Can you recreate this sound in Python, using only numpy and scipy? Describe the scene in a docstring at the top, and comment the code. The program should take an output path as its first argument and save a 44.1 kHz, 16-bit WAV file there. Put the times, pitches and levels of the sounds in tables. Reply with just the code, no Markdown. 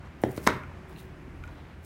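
"""A low hum fills a small room. A clay bonsai pot full of soil is rocked on a plastic-covered table:
a dull thud, a light bump, then a hard clack. The room echoes the knocks; sheet and leaves rustle.
As the pot is lifted, one foot clips the table and the clay scrapes on the sheet.
Then it is turned with a low rumble, while the hands brush, bump and faintly tap the clay."""
import sys
import numpy as np
from scipy import signal
from scipy.fft import rfft, irfft, next_fast_len
from scipy.io import wavfile
from scipy.ndimage import map_coordinates

SR = 44100
rng = np.random.default_rng(int(sys.argv[2]) if len(sys.argv) > 2 else 0)


def master_out(mix):
    """Clip the mix to full scale and print it as 16-bit PCM to the path in sys.argv[1]."""
    frames = np.transpose(np.atleast_2d(mix))
    ceiling = np.clip(frames, -1, 1)
    pcm = np.round(ceiling * 32767).astype(np.int16)
    wavfile.write(sys.argv[1], SR, pcm)


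N = 81585


def amp(db):
    """Turn decibels into a gain."""
    return 10 ** (np.asarray(db) / 20)


def unit(x):
    """Scale a sound to an average (rms) level of 1."""
    return x / np.sqrt(np.mean(x ** 2) + 1e-20)


def clock():
    """The time of each sample, in seconds."""
    return np.arange(N) / SR


def along(points, hz):
    """Read a value between (pitch_hz, value) points, on a log pitch scale."""
    pitches, values = np.transpose(points)
    return np.interp(np.log(hz + 1), np.log(pitches + 1), values)


def wobble(rate):
    """A smooth curve through `rate` random values a second."""
    return map_coordinates(rng.standard_normal(N), [clock() * rate], mode="wrap")


def swell(peak_s, width_s):
    """A smooth rise and fall around peak_s."""
    return np.exp(-((clock() - peak_s) / width_s) ** 2)


def delayed(x, start_s):
    """Start a sound later."""
    return np.pad(x, (max(round(start_s * SR), 0), 0))[:N]


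def filtered(x, gain_at):
    """Turn each frequency up or down by gain_at(hz)."""
    size = next_fast_len(N + SR // 2)
    return irfft(rfft(x, size) * gain_at(np.fft.rfftfreq(size, 1 / SR)), size)[:N]


def low_cut(x, hz, order):
    """Weaken the bass below hz."""
    return signal.sosfilt(signal.butter(order, hz, "highpass", fs=SR, output="sos"), x)


def noise(colour):
    """Noise at level 1; its colour says which pitches are strong."""
    return unit(filtered(rng.standard_normal(N), lambda hz: amp(along(colour, hz))))


def grainy(colour, grains_per_s):
    """Noise made rough by a fast flicker in level."""
    return unit(noise(colour) * amp(3.5 * wobble(grains_per_s)))


def ring(notes, rise_s, pitch_ratio=1):
    """A struck thing's notes, each dying by 60 dB in fade_s; a higher ratio also runs faster."""
    t = np.arange(SR // 2) / SR * pitch_ratio
    swing = sum((-1) ** k * amp(db - 60 * t / fade_s) * np.sin(2 * np.pi * hz * t)
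                for k, (hz, db, fade_s) in enumerate(notes))  # neighbours swing opposite ways
    onset = 1 - np.exp(-(t / rise_s) ** 2)
    return np.pad(swing * onset, (0, N - len(t)))


# Colour of the room's steady noise: pitch_hz, level_db
AIR_COLOUR = [(20, -17), (68, 6.5), (104, -6.5), (130, 2), (300, -8), (367, -4.5), (422, -12.5),
              (1150, -17), (1660, -17), (2320, -20), (3740, -33), (16000, -51)]
# Its slow drift, used only as change around the average: time_s, level_db
AIR_DRIFT = [(0.0, -48.5), (0.422, -45), (0.69, -46.5), (1.612, -48), (1.85, -49.5)]
def room_air(level_db=-46.5):
    """Dull background noise that drifts a little in level."""
    drift_db = np.interp(clock(), *np.transpose(AIR_DRIFT))
    return amp(level_db + drift_db - drift_db.mean()) * noise(AIR_COLOUR)


def wavering(hz, db, waver_db=4.5, waver_rad=0.9):
    """A pure tone that wanders in level and slightly in pitch."""
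    phase = 2 * np.pi * (hz * clock() + rng.random()) + waver_rad * wobble(8.23)
    return amp(db + waver_db * wobble(5.51)) * np.sqrt(2) * np.sin(phase)


# Tones of the low hum: pitch_hz, level_db
HUM_TONES = [(60, -57), (83, -52), (124, -57.5)]
def hum():
    """Low wavering tones, and a faint higher one that comes and goes."""
    low_tones = sum(wavering(hz, db) for hz, db in HUM_TONES)
    return low_tones + swell(peak_s=1, width_s=0.37) * wavering(hz=375.4, db=-59)


# How long the room's echo takes to die by 60 dB: pitch_hz, fade_s
ECHO_FADE = [(100, 0.39), (400, 0.26), (750, 0.34), (1000, 0.41), (2200, 0.43), (4000, 0.25), (8000, 0.29),
             (15000, 0.36)]
# Colour of that echo: pitch_hz, level_db
ECHO_COLOUR = [(40, -62), (90, 2), (170, -1), (280, -3), (430, 0), (700, -6), (1100, -4.5), (2200, -5),
               (3500, 2), (6300, -7), (15000, -7)]
# Notes that ring between the walls: pitch_hz, level_db, fade_s
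ROOM_NOTES = [(130, -55.5, 0.61), (281.8, -57.5, 0.33), (374, -57, 0.37), (423.8, -55, 0.23),
              (617, -63.5, 0.49)]
# Bounces off the walls: delay_s, level_db
WALL_BOUNCES = [(.0098, -28), (0.0149, -20)]
def room(x, echo_db, tail_db=-3.5, rise_s=0.0032):
    """A sound with the room's ringing notes, a blurred echo tail and two wall bounces."""
    hz, t, spectrum = signal.stft(rng.standard_normal(SR // 2), SR, nperseg=256)
    fade = amp(-60 * t / along(ECHO_FADE, hz)[:, None])
    tail = signal.istft(spectrum * fade, SR, nperseg=256)[1]
    tail *= 1 - np.exp(-(clock()[:len(tail)] / rise_s) ** 2)
    tail = filtered(tail / np.linalg.norm(tail), lambda f: amp(tail_db + along(ECHO_COLOUR, f)))
    answer = (tail + ring(ROOM_NOTES, rise_s))[:SR // 2]
    bounces = sum(amp(db) * delayed(x, delay_s) for delay_s, db in WALL_BOUNCES)
    return x + bounces + amp(echo_db) * signal.fftconvolve(x, answer)[:N]


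# Colour of the carried pot's rumble: pitch_hz, level_db
RUMBLE_COLOUR = [(25, -2), (45, 16), (90, -8.5), (170, -28), (300, 3.5), (600, -45)]
def carrying_rumble(level_db=-53.5, lumps_db=4):
    """A low, lumpy rumble while the pot is carried."""
    lumps = amp(level_db + lumps_db * wobble(15.64))
    return lumps * swell(peak_s=1.38, width_s=0.46) * noise(RUMBLE_COLOUR)


# Drags of the clay: peak_s, width_s, level_db
CLAY_DRAGS = [(0.997, 0.035, -58), (1.58, 0.09, -66.5), (1.72, 0.06, -67.5)]
# Their colour: pitch_hz, level_db
DRAG_COLOUR = [(800, 1), (2600, 7), (4000, 8.5), (6000, -18)]
def clay_scrapes():
    """Rough clay drags on the sheet at the lift, then under the fingers."""
    loudness = sum(amp(db) * swell(peak_s, width_s) for peak_s, width_s, db in CLAY_DRAGS)
    return loudness * grainy(DRAG_COLOUR, grains_per_s=900)


# Strokes of the palms: peak_s, width_s, level_db
PALM_STROKES = [(0.048, 0.046, -52), (0.76, 0.2, -57.5), (0.922, 0.021, -55.5), (1.5, 0.06, -53.5),
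                (1.589, 0.018, -54.5), (1.689, 0.027, -56.5)]
# Their colour: pitch_hz, level_db
PALM_COLOUR = [(200, 0), (950, 6), (2400, -9), (4000, -15), (16000, -42)]
def palm_brushes():
    """Skin slides over clay in dull, slightly grainy swells."""
    loudness = sum(amp(db) * swell(peak_s, width_s) for peak_s, width_s, db in PALM_STROKES)
    return loudness * grainy(PALM_COLOUR, grains_per_s=150)


# Rustles, rising and falling by 20 dB in the times given: peak_s, level_db, rise_s, fall_s
RUSTLE_SWELLS = [(0.223, -52.5, 0.013, 0.1), (0.313, -55, 0.053, 0.16), (0.374, -48.5, 0.025, 0.023),
                 (0.46, -46.5, 0.071, 0.1), (0.897, -61.5, 0.025, 0.089), (0.994, -54, 0.045, 0.08),
                 (1.455, -70, 0.047, 0.16), (1.85, -55.5, 0.033, .05)]
# Their colour: pitch_hz, level_db
RUSTLE_COLOUR = [(500, -47), (2000, 3), (4000, 5), (7000, 7.5), (10000, 9), (14000, 7.5), (16000, 12)]
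def rustles(crackles_per_s=400, crackle_db=-5, crackle_fade_s=0.002):
    """The sheet and the leaves crinkle in short swells, with tiny crackles on top."""
    t = clock()
    loudness = sum(amp(db - 20 * np.maximum((peak_s - t) / rise_s, (t - peak_s) / fall_s))
                   for peak_s, db, rise_s, fall_s in RUSTLE_SWELLS)
    snaps = (rng.random(N) < crackles_per_s / SR) * rng.standard_normal(N)
    bursts = signal.fftconvolve(snaps, amp(-60 * t / crackle_fade_s))[:N]
    crackles = unit(noise(RUSTLE_COLOUR) * bursts)
    crinkles = grainy(RUSTLE_COLOUR, grains_per_s=900)
    return loudness * unit(crinkles + amp(crackle_db) * crackles)


# Colour of crushed grit: pitch_hz, level_db
GRIT_COLOUR = [(100, -37), (500, -36), (2000, 11.5), (3600, 1), (5100, 5), (6200, -1.5), (9500, -5),
               (11000, -7), (16000, -32)]
def grit_click(pitch_ratio, rise_s=0.0003, fade_s=0.0088):
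    """Crushed grit gives a burst of noise that dies fast."""
    t = np.arange(SR // 10) / SR
    hz = np.fft.rfftfreq(len(t), 1 / SR)
    colour = amp(along(GRIT_COLOUR, hz / pitch_ratio))
    grit = unit(irfft(rfft(rng.standard_normal(len(t))) * colour, len(t)))
    loudness = amp(-60 * t / fade_s) * (1 - np.exp(-t / rise_s))
    return np.pad(grit * loudness, (0, N - len(t)))


# Small ticks, then two echoes of the clack: start_s, level_db, pitch_ratio
TICKS_AND_ECHOES = [(0.308, -52, 1.54), (0.3648, -41, 1.8), (0.3805, -40, 1.5), (0.4615, -42, 2.3),
                    (.4905, -31, 0.6), (.503, -33, 0.9)]
def ticks():
    """Small ticks as the pot rocks, then two sharp echoes of the clack."""
    return sum(amp(db) * delayed(grit_click(pitch), start_s) for start_s, db, pitch in TICKS_AND_ECHOES)


# Bumps of the hands: start_s, level_db, pitch_ratio
HAND_BUMPS = [(0.804, -39, 1.15), (0.943, -32.5, 0.98), (1.273, -37, 1.94), (1.681, -45, 1.25)]
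# Low notes of one bump: pitch_hz, level_db, fade_s
BUMP_NOTES = [(128, -2.5, 0.15), (174, -0.5, 0.083)]
def hand_bumps(rise_s=0.0071):
    """Soft hands meet the pot, so each low bump starts gently."""
    return sum(amp(db) * delayed(ring(BUMP_NOTES, rise_s, pitch), start_s)
               for start_s, db, pitch in HAND_BUMPS)


def clay_ring(notes):
    """Struck clay rings; a small pot gives off little bass."""
    return low_cut(ring(notes, rise_s=0.0007), hz=40, order=2)


# Taps on the held pot: start_s, ring_db, click_db
POT_TAPS = [(.635, -33, -51), (1.438, -31, -49), (1.477, -39, -52)]
# Notes of the tapped clay: pitch_hz, level_db, fade_s
TAP_NOTES = [(1443, -4, 0.038), (2380, -3, 0.012), (6300, -24, 0.007)]
def taps():
    """Each light tap makes a short ring and a tiny click."""
    ping = clay_ring(TAP_NOTES)
    return sum(delayed(amp(ring_db) * ping + amp(click_db) * grit_click(pitch_ratio=1.32), start_s)
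               for start_s, ring_db, click_db in POT_TAPS)


# Notes of the pot's foot: pitch_hz, level_db, fade_s
FOOT_NOTES = [(2700, -4, 0.014), (4075, -6, 0.01)]
def foot_clip(level_db=-36):
    """One foot clips the table as the pot lifts, and rings briefly."""
    return amp(level_db) * delayed(ring(FOOT_NOTES, rise_s=0.0007), start_s=0.962)


# Notes of the table under the pot: pitch_hz, level_db, fade_s
TABLE_NOTES = [(97, -25, 0.099), (218, -8, 0.014), (369, -7, 0.019), (589, -4, 0.01), (862, -7.5, 0.011),
               (1820, -29, 0.012)]
# Notes of the clay, cut short by its soil: pitch_hz, level_db, fade_s
POT_NOTES = [(1003, -5, 0.01), (1332, -19, 0.015), (1437, -24.5, 0.092), (1660, -7, 0.0054),
             (2096, -6.5, 0.0059), (2610, -27, 0.0064), (3530, -45, 0.0031)]
# Pot hits table: start_s, thud_db, thud_pitch_ratio, clack_db, click_db, click_pitch_ratio, echo_db
POT_KNOCKS = [(0.2365, -1.5, 0.92, -19, -26, 0.86, -1), (0.3768, -14, 0.695, -21.5, -34.5, 0.89, -1),
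              (0.4660, -25, 0.99, -11, -26, 1.1, 4), (0.4689, -4, 0.72, -25, -13, 0.74, 3.5),
              (0.473, -11, 0.723, -12, -12, 1.2, -5.5), (0.4740, -21, 0.726, 4, -19, 0.793, 1)]
def knocks():
    """Each knock of the rocking pot thumps the table, rings the clay and crushes a little grit."""
    clack = clay_ring(POT_NOTES)
    out = np.zeros(N)
    for start_s, thud_db, thud_pitch, clack_db, click_db, click_pitch, echo_db in POT_KNOCKS:
        thud = amp(thud_db) * ring(TABLE_NOTES, rise_s=0.00099, pitch_ratio=thud_pitch)
        click = amp(click_db) * grit_click(click_pitch)
        knock = thud + amp(clack_db) * clack + click
        out += room(delayed(knock, start_s), echo_db)
    return out


def scene():
    """The pot, the hands and the room, heard at one spot."""
    hits = knocks() + hand_bumps() + room(taps() + foot_clip() + ticks(), echo_db=-5)
    movement = rustles() + palm_brushes() + clay_scrapes() + carrying_rumble()
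    return (hits + movement + hum() + room_air())[None]


def record(dry):
    """The microphone drops the deepest bass and the very highest treble."""
    trimmed = low_cut(dry[0], hz=20, order=4)
    return filtered(trimmed, lambda hz: hz < 15900)[None]


dry = scene()
out = record(dry)
master_out(out)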